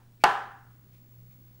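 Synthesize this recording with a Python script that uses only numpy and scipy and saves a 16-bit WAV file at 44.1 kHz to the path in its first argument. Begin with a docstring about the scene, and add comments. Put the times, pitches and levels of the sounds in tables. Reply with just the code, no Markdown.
"""Fists and cutlery hit a table

Two fists holding a fork and a knife come down on a table: one hard, woody knock.
Table and cutlery ring, and the knock briefly overloads the microphone.
The small room rings for half a second. Underneath lie a few faint rustles of the
hands, a mains hum, a thin high whine and hiss."""
import sys
import numpy as np
from scipy import signal
from scipy.fft import rfft, irfft
from scipy.io import wavfile

SR = 44100
rng = np.random.default_rng(int(sys.argv[2]) if len(sys.argv) > 2 else 0)


def generate_wav(sig):
    """Save sig (samples, or channels by samples) to the path in sys.argv[1] as 16-bit PCM at SR."""
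    pcm = np.round(np.clip(np.atleast_2d(sig).T, -1, 1) * 32767).astype(np.int16)
    wavfile.write(sys.argv[1], SR, pcm)


N = 70560
TIME = np.arange(N) / SR
BIN_HZ = np.arange(N // 2 + 1) * SR / N  # the pitches that make up a spectrum

# the quick hits heard as one knock: start_s, strength_db, length_ms
CONTACTS = [(0.2382, -14, 0.1), (0.2391, 1.5, 0.08), (0.2450, -15.5, 0.11)]
# tone colour of the room's ringing: pitch_hz, level_db
ROOM_COLOUR = [(60, -31), (160, -16), (250, -19), (400, -5.5), (590, -10), (780, 4), (1100, -1),
               (1750, -4.5), (2200, -17), (3000, -15.5), (4000, -24), (6500, -31), (10000, -37),
               (15000, -42.5)]


def knock():
    """Each hit is a short push that sets table and cutlery ringing, with a thud and a sharp crack."""
    # the notes the table rings with: pitch_hz, level_db, fade_s
    table_notes = [(175, -20.5, 0.2), (380.4, -29.5, 0.15), (719.4, -14, 0.08), (857, -6, 0.029),
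                   (801.5, -20, 0.53), (847, -22.5, 0.28), (1009.5, -24.5, 0.4), (1192, -14, 0.029),
                   (1411, -8.5, 0.026), (1348, -33.5, 0.55), (1532, -31.5, 0.52), (1639, -22, 0.06),
                   (1686, -29.5, 0.34), (1822, -29.5, 0.22)]
    # the clack of the cutlery handles, damped by the fists: pitch_hz, level_db, fade_s
    cutlery_notes = [(2227, -26, 0.08), (2620, -14, 0.028), (2893, -20, 0.06), (4454, -13.5, 0.016),
                     (4860, -15.5, 0.015), (7130, -26, 0.014), (8140, -30.5, 0.014), (10435, -33.5, 0.01)]
    # tone colour of the crack: pitch_hz, level_db
    crack_colour = [(100, -17.5), (500, -13.5), (1200, 3.5), (2600, -3), (3700, -7.5), (5000, -9.5),
                    (7000, -16.5), (15000, -26)]
    table = filtered(ringing(table_notes), 466, "high")  # a table top gives off low notes poorly
    thud = ringing([(65, -32.5, 0.048)])  # the soft fists: a low swing that dies fast
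    body = table + ringing(cutlery_notes) + thud
    from_peak_ms = (TIME[:64] - TIME[32]) * 1000
    out = np.zeros(N)
    for start_s, strength_db, length_ms in CONTACTS:
        push = np.exp(-(2 * from_peak_ms / length_ms) ** 2)  # a shorter push sounds brighter
        struck = np.convolve(body, push / push.sum(), "same")
        crack = from_db(-12.5) * noise(crack_colour) * dying(fade_s=0.018)
        out += from_db(strength_db) * delayed(struck + crack, start_s)
    return out


def room(direct):
    """The room sends back a few dull echoes, and a wash of sound follows the hardest hit."""
    # the first reflections: delay_s, level_db
    reflections = [(0.0095, -19), (0.028, -25.5), (0.0555, -28.5)]
    # how long the room rings, from low to high: pitch_hz, fade_s
    band_fades = [(100, 0.44), (400, 0.48), (900, 0.56), (1600, 0.63), (2800, 0.52), (7000, 0.48),
                  (14000, 0.41)]
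    pitches, fades = np.transpose(band_fades)
    wash = rfft(noise(ROOM_COLOUR))
    tail = np.zeros(N)
    for one_band, fade_s in zip(np.eye(len(pitches)), fades):
        weight = at_hz(list(zip(pitches, one_band)), BIN_HZ)
        tail += irfft(wash * weight, N) * dying(fade_s)
    build_up = 1 - np.exp(-TIME / 0.004)
    hardest_hit_s = max(CONTACTS, key=lambda row: row[1])[0]
    tail = delayed(tail * build_up, hardest_hit_s + 0.003)
    echoes = sum(from_db(db) * delayed(direct, delay_s) for delay_s, db in reflections)
    return from_db(-20) * tail + filtered(echoes, 5000, "low")


def rustles():
    """Moving hands make soft swells of rubbing noise, partly the ring of a cutlery handle."""
    # the hand movements: peak_s, level_db, half_length_s, ring_share (0 to 1)
    movements = [(0.22, -62, 0.015, 0.7), (0.952, -71.5, 0.036, 0.15), (1.324, -71, 0.023, 0.4)]
    # tone colour of the rubbing: pitch_hz, level_db
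    rub_colour = [(500, -11.5), (1700, -3.5), (2500, -1), (5000, -5), (12000, -18)]
    # tone colour of a rubbed handle: pitch_hz, level_db
    handle_colour = [(1700, -30.5), (2200, -10), (2400, -0.5), (2650, -12.5), (3400, -31)]
    rub, ring = noise(rub_colour), noise(handle_colour)
    out = np.zeros(N)
    for peak_s, level_db, half_length_s, ring_share in movements:
        swell = np.exp(-((TIME - peak_s) / half_length_s) ** 2)
        blend = np.sqrt(1 - ring_share) * rub + np.sqrt(ring_share) * ring
        out += from_db(level_db) * swell * blend
    return out


def opening_ring():
    """The room is still faintly ringing at the start."""
    return from_db(-66.5) * noise(ROOM_COLOUR) * dying(fade_s=0.55)


def mains_hum():
    """Mains power hums on one low note."""
    # how loud the hum is: time_s, level_db
    loudness = [(0, -61.5), (0.15, -58.5), (0.65, -56), (1.0, -58), (1.22, -53.5), (1.4, -56.5), (1.6, -58)]
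    return level(loudness) * tone(119.8, waver_db=1, waver_hz=6)


def whine():
    """An electrical whine: two very high notes close together."""
    # how loud the upper note is: time_s, level_db
    loudness = [(0, -98.5), (0.15, -71), (0.5, -75), (0.75, -67), (0.95, -63), (1.35, -60.5), (1.6, -61)]
    upper = level(loudness) * tone(15718, waver_db=1.5, waver_hz=30)
    lower = from_db(-77) * tone(15598, waver_db=1.5, waver_hz=30)
    return upper + lower


def room_air():
    """The room's air and hiss make a nearly steady bed of noise."""
    # tone colour of air and hiss: pitch_hz, level_db
    air_colour = [(20, -9.5), (60, -10), (100, -11.5), (170, -9.5), (260, -15), (500, -25.5), (780, -28.5),
                  (1240, -33), (5000, -38), (13000, -41.5), (15600, -38)]
    # how loud they are: time_s, level_db
    loudness = [(0, -61.5), (0.18, -62), (0.8, -61.5), (1.6, -60.5)]
    return level(loudness) * noise(air_colour)


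def from_db(db):
    """Turn decibels into a number to multiply by."""
    return 10 ** (np.asarray(db) / 20)


def rms_one(x):
    """Scale a signal to an average strength (rms) of 1."""
    return x / np.sqrt(np.mean(x ** 2) + 1e-20)


def at_hz(points, hz):
    """Read between a table's rows, with octaves evenly spaced."""
    pitches, values = np.transpose(points)
    return np.interp(np.log(np.maximum(hz, 1)), np.log(pitches), values)


def level(rows):
    """Join (time_s, level_db) points into a volume curve."""
    return from_db(np.interp(TIME, *np.transpose(rows)))


def noise(colour):
    """Noise of a given tone colour, at strength 1."""
    white = rfft(rng.standard_normal(N))
    return rms_one(irfft(white * from_db(at_hz(colour, BIN_HZ)), N))


def tone(hz, waver_db, waver_hz):
    """A pure note whose loudness wavers at random, mostly slower than waver_hz."""
    sine = np.sqrt(2) * np.sin(2 * np.pi * (hz * TIME + rng.random()))
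    white = rfft(rng.standard_normal(N))
    drift = rms_one(irfft(white / (1 + (BIN_HZ / waver_hz) ** 2), N))
    return sine * from_db(waver_db * drift)


def dying(fade_s):
    """A fade that falls 60 dB in fade_s seconds."""
    return np.exp(-np.log(1000) * TIME / fade_s)


def ringing(notes):
    """Pure notes that start together and fade."""
    return sum(from_db(db) * dying(fade_s) * np.sin(2 * np.pi * hz * TIME) for hz, db, fade_s in notes)


def delayed(x, delay_s):
    """The same sound, later."""
    return np.interp(TIME - delay_s, TIME, x, left=0)


def filtered(x, hz, keep):
    """Keep the "low" or "high" side of hz and soften the rest."""
    return signal.sosfilt(signal.butter(2, hz, keep, fs=SR, output="sos"), x + 1e-18)


def scene():
    """The knock in its room, over the background."""
    direct = knock()
    mix = direct + opening_ring() + room(direct) + rustles() + mains_hum() + whine() + room_air()
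    return mix[None]


def record(dry):
    """The overloaded microphone flattens the biggest swings; the highest treble is cut."""
    ceiling, hardness, cutoff_hz = 0.51, 8, 15900
    flattened = dry / (1 + np.abs(dry / ceiling) ** hardness) ** (1 / hardness)
    treble_cut = signal.ellip(12, .1, 80, cutoff_hz, fs=SR, output="sos")
    return signal.sosfilt(treble_cut, flattened)


dry = scene()
out = record(dry)
generate_wav(out)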